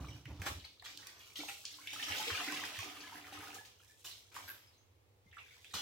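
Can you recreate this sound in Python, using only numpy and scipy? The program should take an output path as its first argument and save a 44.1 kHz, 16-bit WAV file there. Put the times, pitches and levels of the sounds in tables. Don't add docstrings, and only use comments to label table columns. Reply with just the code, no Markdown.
import sys
import numpy as np
from scipy import signal
from scipy.fft import rfft, irfft, next_fast_len
from scipy.io import wavfile
from scipy.ndimage import uniform_filter1d, map_coordinates

SR = 44100
rng = np.random.default_rng(int(sys.argv[2]) if len(sys.argv) > 2 else 0)


def put_to_file(sound):
    columns = np.atleast_2d(sound).T
    safe = np.clip(columns, -1, 1)
    whole_steps = np.round(safe * 32767)
    wavfile.write(sys.argv[1], SR, whole_steps.astype(np.int16))


N = 256220

# start_s, rise_s, fade_s, slap_db, spatter_db, spray_db
SPLASH_EVENTS = [(0.393, 0.004, 0.04, -53, -60, -61), (0.418, 0.0013, 0.038, -41.5, -56, -51),
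                 (0.452, 0.022, 0.014, -33.5, -45, -43), (0.646, 0.0023, 0.0094, -52, -61, -56),
                 (0.833, 0.02, 0.038, -49, -49.5, -52), (0.97, 0.03, 0.24, -55.5, -65, -64),
                 (1.349, 0.012, 0.12, -65, -49.5, -50), (1.474, 0.014, 0.021, -48, -52, -47.5),
                 (1.651, 0.00081, 0.058, -76.5, -49.5, -76), (1.929, 0.0021, 0.026, -53, -44, -43.5),
                 (2.074, 0.0092, 0.028, -41.5, -57, -48), (2.396, 0.006, 0.02, -36, -58, -61),
                 (2.645, 0.0049, 0.025, -51.5, -46, -46.5), (2.944, 0.0041, 0.046, -49, -57, -54),
                 (3.322, 0.0044, 0.02, -51.5, -62, -55), (3.538, 0.0046, 0.029, -57, -55, -49),
                 (3.645, 0.0051, 0.037, -78, -57.5, -60), (4.042, 0.0034, 0.052, -50.5, -48, -46),
                 (4.315, 0.0022, 0.033, -57, -64, -64), (4.341, 0.0065, 0.14, -49.5, -55.5, -54),
                 (4.478, 0.003, 0.012, -69, -62, -60), (5.734, 0.0047, 0.12, -41, -41.5, -44.5)]
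# freq_hz, density_db
SPATTER_SPECTRUM = [(500, -14.5), (1200, -12), (2200, -16.5), (3200, 2.5), (4300, 1), (5800, 1.5),
                    (7500, -5.5), (14000, -32)]
# freq_hz, density_db
SPRAY_SPECTRUM = [(2500, -15), (5500, 7), (7500, 5.5), (10500, -0.5), (12500, -0.5), (16000, -3.5)]


def amp(db):
    return 10 ** (np.asarray(db) / 20)


def unit(x):
    return x / np.sqrt(np.mean(x ** 2) + 1e-20)


def along(points, hz):
    f, v = np.transpose(points)
    return np.interp(np.log(hz + 1), np.log(f + 1), v)


def since(s):
    return np.maximum(np.arange(N) / SR - s, 0)


def add(track, s, sound):
    part = track[max(round(s * SR), 0):][:len(sound)]
    part += sound[:len(part)]


def together(gains):
    return np.linalg.norm(gains, axis=0)


def stroke(s, rise, hold, fall_db_per_s):
    swell = np.sin(np.pi / 2 * np.minimum(since(s) / rise, 1)) ** 2
    return swell * amp(-fall_db_per_s * since(s + rise + hold))


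def wobble(rate):
    knots = rng.standard_normal(int(N * rate / SR) + 4)
    return map_coordinates(knots, [np.arange(N) * rate / SR])


def clumped(x, rate, depth_db):
    return unit(x * amp(depth_db * wobble(rate)))


def filtered(x, response):
    size = 2 * next_fast_len((N + SR // 2) // 2)
    return irfft(rfft(x, size) * response(np.fft.rfftfreq(size, 1 / SR)), size)[..., :N]


def coloured(x, spectrum, size=8192):
    magnitude = amp(along(spectrum, np.fft.rfftfreq(size, 1 / SR)))
    cepstrum = irfft(np.log(magnitude))
    cepstrum[1:size // 2] *= 2
    cepstrum[size // 2 + 1:] = 0
    impulse = irfft(np.exp(rfft(cepstrum)))
    return unit(signal.oaconvolve(x, impulse)[:N])


def resonant(x, modes):
    def response(f):
        return sum(amp(db) * 1j * f * w / (c * c - f * f + 1j * f * w) for c, w, db in modes)
    return unit(filtered(x, response))


def impacts(rate, scatter_db):
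    chance, size = rng.random(N), rng.standard_normal(N)
    strength = amp(scatter_db * np.clip(size, -2, 2))
    return unit((chance < rate / SR) * rng.choice([-1, 1], N) * strength)


def bubble(t, hz, t60, glide):
    age = t / t60
    tone = np.sin(2 * np.pi * hz * t * (1 + glide * age / 2))
    return tone * np.exp(-float(np.log(1000)) * age) * (1 - np.exp(-t * hz))


def bubbles(rate, centre_hz, octaves, cycles, scatter_db, glide):
    draws = rng.random((int(rate * N / SR), 4))
    when, pitch, life, size = draws.T[:, :, None]
    spread = octaves * np.log(pitch / (1 - pitch)) / 2
    hz = np.clip(centre_hz * 2 ** spread, 250, 12000)
    t60 = cycles * (.5 + life) / hz
    n = np.arange(min(int(SR * cycles / centre_hz), SR // 25))
    rings = bubble(np.float32(n / SR), np.float32(hz), np.float32(t60), float(glide))
    strength = amp(scatter_db * np.minimum(-np.log(size), 3))
    places = (when * N).astype(int) + n
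    return unit(np.bincount(places.ravel(), (strength * rings).ravel(), N)[:N])


def stream():
    # freq_hz, width_hz, level_db
    pail_modes = [(291, 51, 3), (390, 13, -2.5), (750, 54, 6.5), (867, 16, -1), (1026, 30, 1.5),
                  (1250, 29, 4.5), (2100, 1350, -6.5)]
    # freq_hz, density_db
    plunge_spectrum = [(120, -23), (170, 9), (215, -12), (290, -9), (400, 13), (600, -5.5), (780, -15),
                       (1300, 4), (2000, -17), (4000, -5)]
    plunge, spatter, spray = wringing()
    spurts = amp(1.0 * wobble(26))
    drops = clumped(impacts(rate=700, scatter_db=3), rate=22, depth_db=2.5)
    hollow = amp(-7.0) * coloured(drops, plunge_spectrum) + amp(-3.0) * resonant(drops, pail_modes)
    gurgle = bubbles(rate=220, centre_hz=1450, octaves=0.45, cycles=26, scatter_db=1.2, glide=0.55)
    glugs = bubbles(rate=110, centre_hz=647, octaves=0.564, cycles=12.7, scatter_db=2.0, glide=0.39)
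    fizz = bubbles(rate=760, centre_hz=2650, octaves=0.42, cycles=40, scatter_db=2.1, glide=0.2)
    hits = impacts(rate=1150, scatter_db=3.2)
    in_pail = hollow + amp(-11.5) * glugs + amp(-5) * gurgle
    on_wringer = amp(-6.5) * coloured(hits, SPATTER_SPECTRUM) + amp(-5.0) * fizz
    mist = amp(-2.5) * coloured(hits, SPRAY_SPECTRUM)
    return spurts * (plunge * in_pail + spatter * on_wringer + spray * mist)


def wringing():
    # start_s, rise_s, hold_s, flow_db, plunge_re_flow_db
    squeezes = [(1.72, 0.53, 0.41, -42, -8), (2.722, 0.024, 0.093, -48.5, -8), (2.86, 0.22, 0.19, -58, 0.5),
                (3.289, 0.051, 0.14, -54.5, -2)]
    emptying_db_per_s, let_go_db_per_s = 14, 91
    plunge_lag_s = 0.072
    spray_re_flow_db, spray_sag_db_per_s = -7, 8
    layers = []
    for s, rise, hold, db, plunge_db in squeezes:
        flow, arriving = [amp(db - emptying_db_per_s * since(start + rise))
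                          * stroke(start, rise, hold, let_go_db_per_s)
                          for start in (s, s + plunge_lag_s)]
        spray = amp(spray_re_flow_db - spray_sag_db_per_s * since(s + rise)) * flow
        layers.append([amp(plunge_db) * arriving, flow, spray])
    return together(layers)


def patter():
    # start_s, rise_s, hold_s, patter_db, mist_db
    lifts = [(-0.03, 0.019, 0.14, -55.5, -61.5), (0.24, 0.023, 0.11, -61, -72),
             (0.85, 0.06, 0.19, -56.5, -68), (1.16, 0.041, 0.31, -59, -60.5), (1.4, 0.05, 0.48, -61.5, -57),
             (3.777, 0.023, 0.39, -66.5, -64.5), (5.184, 0.29, 0.6, -61, -65.5)]
    drip_dies_db_per_s = 112
    fallback_db, fallback_mist_db = -10, -18.5
    fallback_rise_s, fallback_db_per_s = 0.027, 39.5
    shed = [amp([[db], [mist_db]]) * stroke(s, rise, hold, drip_dies_db_per_s)
            for s, rise, hold, db, mist_db in lifts]
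    thrown = [amp([[db + fallback_db], [spray_db + fallback_mist_db]])
              * stroke(s, fallback_rise_s, 0, fallback_db_per_s)
              for s, _, _, _, db, spray_db in SPLASH_EVENTS]
    drip, mist = together(shed + thrown)
    hits = impacts(rate=560, scatter_db=3.2)
    swarm = bubbles(rate=200, centre_hz=2750, octaves=0.5, cycles=28, scatter_db=2, glide=0.3)
    pings = clumped(swarm, rate=45, depth_db=2)
    drops = amp(-10.0) * coloured(hits, SPATTER_SPECTRUM) + amp(-11) * pings
    return drip * drops + mist * amp(-7.0) * coloured(hits, SPRAY_SPECTRUM)


def splashes():
    # freq_hz, density_db
    slap_spectrum = [(100, -18.5), (280, -3.5), (600, -6), (1000, -0.5), (1400, 0.5), (2500, -4),
                     (6000, -24.5)]
    levels = np.zeros((3, N))
    t = np.arange(SR // 2) / SR
    for s, rise, fade, *dbs in SPLASH_EVENTS:
        swell = (1 - np.exp(-(t / rise) ** 2)) * np.exp(-t / fade)
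        for level, db in zip(levels, dbs):
            add(level, s, amp(db) * swell / swell.max())
    slap, spatter, spray = levels
    hits = impacts(rate=3500, scatter_db=2.5)
    fizz = bubbles(rate=620, centre_hz=2978, octaves=0.447, cycles=50, scatter_db=5.0, glide=0.32)
    thud = amp(-7.5) * coloured(impacts(rate=2500, scatter_db=-0.5), slap_spectrum)
    drops = amp(-3.0) * coloured(hits, SPATTER_SPECTRUM) + amp(-6.0) * fizz
    return slap * thud + spatter * drops + spray * amp(-5.0) * coloured(hits, SPRAY_SPECTRUM)


def squelches(count=36, octaves=0.18, cycles=14):
    # start_s, level_db, pitch_hz, fade_s
    squelch_events = [(0.257, -54, 2140, 0.0085), (0.393, -55, 1140, 0.014), (0.459, -41.5, 1300, 0.011),
                      (0.597, -53, 3100, 0.0095), (0.644, -49.5, 3910, 0.013), (0.796, -53.5, 3760, 0.0052),
                      (0.856, -50.5, 2520, 0.016), (1.06, -56, 1960, 0.032), (1.202, -56, 2780, 0.015),
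                      (1.356, -42.5, 3340, 0.012), (1.388, -44.5, 4770, 0.012), (1.483, -41.5, 2390, .014),
                      (1.740, -49.5, 4300, 0.0074), (1.873, -41.5, 3100, 0.009),
                      (2.024, -34.5, 2960, 0.011), (2.119, -38.5, 2800, 0.014), (2.029, -45, 5500, 0.014),
                      (2.18, -48, 5700, 0.018), (2.275, -42.5, 3400, 0.0098), (2.298, -38, 1420, 0.013),
                      (2.478, -41.5, 2200, 0.011), (2.636, -42.5, 2060, 0.0096), (3.004, -52, 5170, .013),
                      (3.421, -62, 2040, .01), (4.108, -51, 3760, 0.021), (5.312, -59.5, 3130, 0.0071),
                      (5.325, -53.5, 2080, 0.016), (5.367, -48.5, 1390, 0.0095), (5.38, -60.5, 900, .012),
                      (5.378, -51.5, 2610, 0.026), (5.559, -67.5, 1090, 0.011), (5.644, -57.5, 3040, 0.02),
                      (5.697, -64, 3800, 0.016)]
    out, t = np.zeros(N), np.arange(SR // 40) / SR
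    for s, db, hz, fade in squelch_events:
        knot = np.zeros(SR // 3)
        for k, (slip, size, pitch) in enumerate(rng.standard_normal((count, 3))):
            age = 3 * abs(k + .4 * slip) / count
            f = hz * 2 ** (octaves * pitch)
            strength = np.sign(slip) * amp(2 * size) * np.tanh(k / 2) * np.exp(-age)
            add(knot, age * fade, strength * bubble(t, f, cycles / f, glide=0.1))
        add(out, s, amp(db) * knot * np.sqrt(fade * SR / 2 / np.sum(knot ** 2)))
    return out


def plops():
    # start_s, level_db, pitch_hz, t60_s, pitch_rise_share over t60
    plop_events = [(0.068, -46.5, 1200, .035, 0.05), (0.643, -44.5, 2220, 0.023, 0),
                   (1.028, -49.5, 1860, .04, 0), (1.239, -56, 2360, .035, 0),
                   (1.268, -53, 2810, 0.023, 0.2), (1.302, -51, 2260, 0.027, 0.1),
                   (1.360, -37.5, 3230, 0.037, 0.03), (1.404, -40, 2270, 0.05, .034),
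                   (1.485, -44.5, 801, 0.21, 0.04), (1.541, -49.5, 2700, 0.084, 0.06),
                   (1.644, -51.5, 1590, 0.019, .4), (1.785, -49.5, 1027, 0.074, 0.36),
                   (1.785, -55, 1394, .03, 0), (1.803, -54, 1410, .04, .6), (1.816, -52, 2060, .035, .5),
                   (1.838, -51, 2170, .06, 0.3), (1.858, -52, 1480, .03, 0.4),
                   (1.89, -45.5, 2250, 0.085, 0.06), (1.914, -43, 3700, 0.033, .05),
                   (1.961, -39, 1280, 0.054, 0.08), (1.985, -44, 2100, .025, .4),
                   (1.997, -35, 1790, .033, .045), (2.031, -47, 1250, .05, 0),
                   (2.083, -40, 1257, .08, 0.04), (2.104, -37.5, 790, 0.037, .1),
                   (2.172, -41.5, 457, 0.032, 0.9), (2.197, -37.5, 848, 0.083, 0.08),
                   (2.238, -38, 2200, .035, 0.1), (2.268, -39, 427, 0.034, 0.4),
                   (2.279, -35.5, 462, 0.036, 0.14), (2.297, -41, 1320, 0.03, 0.4),
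                   (2.329, -35, 2700, 0.038, .1), (2.343, -39.5, 1270, 0.1, 0.04),
                   (2.350, -32.5, 2410, 0.035, 0.1), (2.397, -38, 1170, 0.034, .2),
                   (2.41, -35, 2710, .03, 0.03), (2.41, -42, 720, 0.12, 0.01),
                   (2.416, -39, 1250, 0.046, .25), (2.476, -38, 1470, 0.05, 0),
                   (2.498, -38, 1535, 0.068, .05), (2.523, -35, 1010, 0.036, 0.48),
                   (2.561, -36, 2290, 0.03, 0), (2.595, -41, 1230, 0.061, .15),
                   (2.625, -39.5, 1110, 0.04, 0.25), (2.792, -41.5, 1105, 0.054, 0),
                   (2.865, -48.5, 720, 0.054, 0.13), (2.875, -45, 1180, 0.037, .1),
                   (2.92, -59, 1000, 0.027, .6), (2.972, -44, 1226, 0.035, .05),
                   (3.002, -47, 2450, .025, .1), (3.037, -47, 1700, 0.1, .01), (3.069, -51, 1020, 0.065, 0),
                   (3.122, -43.5, 880, .08, 0.82), (3.156, -44, 1580, 0.032, 0.45),
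                   (3.168, -44, 1950, .03, .2), (3.251, -46, 2440, 0.022, 0), (3.282, -53, 1220, 0.064, 0),
                   (3.324, -45, 780, 0.075, 0.03), (3.35, -45, 1000, .035, 0.4),
                   (3.374, -43.5, 1260, 0.06, 0), (3.422, -49, 1800, 0.022, .1),
                   (3.471, -42.5, 1440, 0.032, .044), (3.488, -45, 743, .04, 0.17),
                   (3.547, -47.5, 434, .05, 0.34), (3.556, -48, 1250, .035, 0.1),
                   (3.565, -45, 783, 0.035, 0.06), (3.585, -45.5, 1695, 0.13, 0.07),
                   (3.61, -46.5, 874, 0.035, 0), (3.897, -61, 1735, 0.14, 0.05)]
    out, t = np.zeros(N), np.arange(SR // 3) / SR
    for s, db, hz, t60, glide in plop_events:
        add(out, s, amp(db) * bubble(t, hz, t60, glide))
    return out


def gulps():
    # start_s, hold_s, level_db
    gulp_events = [(0.938, .02, -63), (1.385, 0.011, -47.5), (1.714, 0.14, -70.5), (1.92, 0.023, -61.5),
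                   (2.07, 0.018, -55.5), (2.168, 0.0092, -59), (2.27, 0.013, -56), (2.383, 0.013, -54),
                   (2.467, 0.045, -46.5), (2.58, 0.047, -54), (2.849, 0.025, -54.5), (2.97, 0.064, -61),
                   (3.148, 0.028, -57.5), (3.312, .08, -59.5), (3.48, 0.048, -63.5)]
    # freq_hz, density_db
    churn_spectrum = [(90, -21), (175, -3.5), (380, 0), (520, -8), (750, -3), (1300, -28), (3000, -42)]
    boom_hz, rise_s, fall_db_per_s = 296, 0.011, 260
    swell = together([amp(db) * stroke(s, rise_s, hold, fall_db_per_s) for s, hold, db in gulp_events])
    phase = 2 * np.pi * boom_hz * since(0) + .35 * wobble(60)
    boom = amp(2.0 * wobble(70)) * np.sin(phase)
    churn = coloured(impacts(rate=900, scatter_db=2.5), churn_spectrum)
    return swell * (amp(-.5) * boom + amp(-9) * churn)


def crackle():
    plunge, spatter, _ = wringing()
    full = amp(-47.5)
    pips = bubbles(rate=120, centre_hz=2600, octaves=0.6, cycles=12, scatter_db=1.8, glide=0.15)
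    return amp(-8) * full * np.tanh(together([plunge, spatter]) / full) * pips


def ticks():
    # start_s, level_db, ring_hz, snap_re_level_db, left_minus_right_db
    tick_events = [(0.044, -38.5, 1160, -27, 3), (0.255, -36.5, 2280, -16.5, -2),
                   (0.418, -31.5, 1880, -12, -4), (0.466, -29, 1160, -20, -5), (0.468, -34, 2670, -15, -5),
                   (0.823, -46.5, 810, -30, -5), (0.823, -44, 1700, -10, 2), (0.974, -35, 3750, -7.5, -7),
                   (1.07, -36, 4550, -2.5, -6), (1.357, -37.5, 3370, -18, 5), (1.434, -37, 725, -9, 0),
                   (1.653, -27.5, 5400, -30, 0), (1.653, -38.5, 2900, -25, 0), (1.872, -28.5, 2600, -15, 5),
                   (1.934, -42.5, 900, -12, 0), (2.026, -32, 2970, -18, 0), (2.111, -29, 2500, -22, -2),
                   (2.121, -28, 2800, -18, 0), (2.227, -31, 3500, -8, -7), (2.479, -34, 1900, -24, 0),
                   (2.522, -32.5, 3000, -5.5, 2), (2.572, -27, 2660, -12, -2),
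                   (2.637, -29.5, 1910, -14, -2), (2.789, -31, 2080, -5.5, -2), (2.803, -36, 2000, -8, 0),
                   (3.004, -49, 2500, -8, 0), (3.076, -38.5, 2420, -20, 0), (3.171, -45, 1950, -22, 3),
                   (3.268, -43, 1310, -6, -4), (3.328, -42, 2560, -17, 0), (3.406, -41, 1480, -13, 0),
                   (3.439, -42, 1500, -18, 0), (3.921, -59, 3560, -9, 0), (4.343, -46, 2520, -2, 0),
                   (4.364, -30, 1130, -14, 1), (4.439, -49, 800, -20, 0), (4.479, -44, 1600, -16, 2),
                   (4.491, -40.5, 1670, -12, 0), (4.492, -42, 4000, -12, -2), (5.508, -50, 2250, -22, 0),
                   (5.564, -57.5, 1090, -14, -2), (5.645, -43, 2400, -12, -7), (5.739, -32.5, 1070, -27, 0),
                   (5.724, -49, 7000, -8, 0), (5.743, -37, 4830, -6, -3)]
    rings, snaps = np.zeros((2, 2, N))
    t = np.arange(SR // 12) / SR
    for s, db, hz, snap_db, pan_db in tick_events:
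        life = 0.001 + 2.4 / hz
        contact = rng.standard_normal(len(t)) * np.exp(-t / life) * (1 - np.exp(-t / 0.0004))
        band = np.clip(hz * 2 ** (np.array([-1, 1]) * 0.32), 100, 15000)
        ring = signal.sosfilt(signal.butter(2, band, "bandpass", fs=SR, output="sos"), contact)
        ring *= np.sqrt(life * SR / 2) / np.linalg.norm(ring)
        for side, side_db in enumerate([db + pan_db / 2, db - pan_db / 2]):
            add(rings[side], s, amp(side_db) * ring)
            add(snaps[side], s, amp(side_db + snap_db - 4.0 - 60 * t / 0.012))
    return amp(-7.0) * rings + snaps * coloured(rng.standard_normal(N), SPRAY_SPECTRUM)


def bucket():
    # start_s, length_s, rumble_db
    shoves = [(-0.01, 0.021, -48), (0.076, 0.11, -55.5), (0.27, 0.21, -52), (0.49, 0.096, -62)]
    # start_s, peak_db, pitch_hz
    bumps = [(0.002, -42, 85), (0.034, -46.5, 131), (0.091, -46.5, 112), (0.142, -46, 114),
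             (0.256, -44, 123), (0.315, -46, 99.6), (0.391, -40, 91), (0.413, -50, 186), (0.493, -47, 81),
             (0.544, -45, 81), (0.611, -54, 72), (2.094, -48, 91), (2.311, -44, 91.6), (2.78, -47, 98),
             (3.374, -55.5, 91), (4.435, -59, 89), (5.257, -64, 186), (5.3, -58, 91.5), (5.735, -54, 87),
             (5.742, -53, 178)]
    # freq_hz, density_db
    rumble_spectrum = [(25, -45), (40, -37), (62, 1.5), (90, -1.5), (125, -5.5), (170, -8), (216, -21.5),
                       (290, -4.5), (370, -19), (550, -21.5), (1100, -25), (1800, -32), (4000, -51)]
    shove_rise_s, shove_stop_db_per_s = 0.011, 104
    bump_rise_cycles = 1.61
    sliding = together([amp(db) * stroke(s, shove_rise_s, length - shove_rise_s, shove_stop_db_per_s)
                        for s, length, db in shoves])
    rumble = coloured(rng.standard_normal(N), rumble_spectrum)
    out = sliding * clumped(rumble, rate=45, depth_db=3.5)
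    t = np.arange(SR // 6) / SR
    for s, db, hz in bumps:
        age = t * hz / bump_rise_cycles
        swell = age * np.exp((1 - age ** 2) / 2)
        add(out, s, amp(db) * swell * np.sin(2 * np.pi * hz * t))
    return out


def chirps():
    # start_s, hold_s, level_db, pitch_hz
    chirp_events = [(0.083, 0.016, -59, 5650), (0.12, .01, -55, 2980), (0.156, .01, -62, 2490),
                    (4.67, .006, -63.5, 5130), (4.73, 0.01, -67.5, 4000), (4.778, .008, -67, 6350),
                    (5.265, .008, -65, 2115), (5.386, 0.035, -51.5, 2460), (5.507, .004, -53, 2260),
                    (5.514, .01, -67, 1500), (5.584, .005, -65, 1990), (5.664, .01, -60, 3580),
                    (5.708, 0.011, -60, 3800)]
    rise_s, fall_db_per_s = 0.0012, 400
    sag_share_per_s, rough_share = 0.13, 0.03
    out, t = np.zeros(N), np.arange(SR // 5) / SR
    for s, hold, db, hz in chirp_events:
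        shape = stroke(0, rise_s, hold, fall_db_per_s)[:len(t)]
        shake = unit(uniform_filter1d(rng.standard_normal(len(t)), size=90))
        pitch = hz * (1 - sag_share_per_s * t + rough_share * shake)
        add(out, s, amp(db - 4.5) * shape * np.sin(2 * np.pi * np.cumsum(pitch) / SR))
    return out


def squeak():
    # freq_hz, width_hz, level_db
    wringer_modes = [(573, 55, -4), (1000, 400, -31), (1605, 140, 7), (2400, 440, -6), (3950, 390, -33),
                     (12100, 1500, -5)]
    rub = since(4.475)
    pressure = np.tanh(rub / 0.011) * np.exp(-(rub / 0.05) ** 2)
    return amp(-47.5) * pressure * resonant(impacts(rate=600, scatter_db=2.0), wringer_modes)


def background():
    # freq_hz, density_db
    air_spectrum = [(15, -62), (25, -22.5), (99, 5.5), (160, -17), (495, -8), (614, -16), (871, -14.5),
                    (1530, -22), (2170, -20), (10600, -32), (15500, -29)]
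    pair = np.array([coloured(rng.standard_normal(N), air_spectrum) for _ in range(2)])
    air = unit(diffuse(pair))
    phase = 2 * np.pi * 101 * since(0) + .5 * wobble(1.4)
    hum = amp(-75 + 2.06 * wobble(2.95)) * np.sin(phase)
    return amp(-70.5) * air + hum


def room(x, wet_db, early_db):
    hop = SR // 11
    lead_in = np.pad(np.atleast_2d(x).mean(axis=0), (hop, 2 * hop))
    wet = np.zeros((2, N + hop))
    for start in range(0, N + hop, hop):
        piece = lead_in[start:start + 2 * hop] * np.hanning(2 * hop)
        for side, answer in zip(wet, echo(wet_db, early_db)):
            add(side, start / SR, signal.fftconvolve(piece, answer))
    return x + wet[:, hop:]


def echo(wet_db, early_db):
    # freq_hz, t60_s
    room_decay = [(100, 0.26), (500, 0.36), (1500, 0.21), (4000, 0.45), (12000, 0.38)]
    hz, t, z = signal.stft(rng.standard_normal((2, SR // 2)), SR, nperseg=256)
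    decay = amp(-60 * t / along(room_decay, hz)[:, None])
    tail = signal.istft(z * decay, SR, nperseg=256)[1]
    first = np.exp(-np.arange(tail.shape[1]) / SR / 0.0035)
    highpass = signal.butter(1, 2000, "highpass", fs=SR)
    early = signal.lfilter(*highpass, rng.standard_normal(tail.shape) * first)
    tail = tail * (1 - first)
    late = amp(wet_db) * tail / np.linalg.norm(tail[0])
    return diffuse(late + amp(early_db) * early / np.linalg.norm(early[0]))


def diffuse(pair):
    # freq_hz, correlation (-1 to 1)
    likeness = [(100, 0.78), (300, 0.74), (700, 0.14), (1500, -0.23), (4000, -0.061), (12000, -0.24)]
    size = 2 * next_fast_len(pair.shape[1] // 2 + 256)
    turn = np.arccos(np.clip(along(likeness, np.fft.rfftfreq(size, 1 / SR)), -1, 1)) / 2
    mid, side = irfft(rfft(pair, size) * [np.cos(turn), np.sin(turn)])[:, :pair.shape[1]]
    return np.array([mid + side, mid - side])


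def scene():
    wet_sounds = stream() + patter() + splashes() + squelches() + chirps() + amp(1.5) * squeak()
    water = amp(-3.0) * room(wet_sounds, wet_db=3.5, early_db=4.0)
    rim = room(ticks() + crackle(), wet_db=0.5, early_db=-5.0)
    singing = amp(-1.5) * room(plops(), wet_db=1.0, early_db=-5.0)
    return water + rim + singing + gulps() + bucket() + background()


def record(dry):
    # freq_hz, left_minus_right_db
    lean = [(60, -1), (120, -2.5), (240, -2.5), (480, -2), (950, -2.0), (1890, -1.0), (3770, -0.5),
            (7520, 1.0), (15000, -4.5)]
    top_hz = 15900
    halves = np.array([[.5], [-.5]])
    return filtered(dry, lambda hz: amp(along(lean, hz) * halves) * (hz < top_hz))


dry = scene()
out = record(dry)
put_to_file(out)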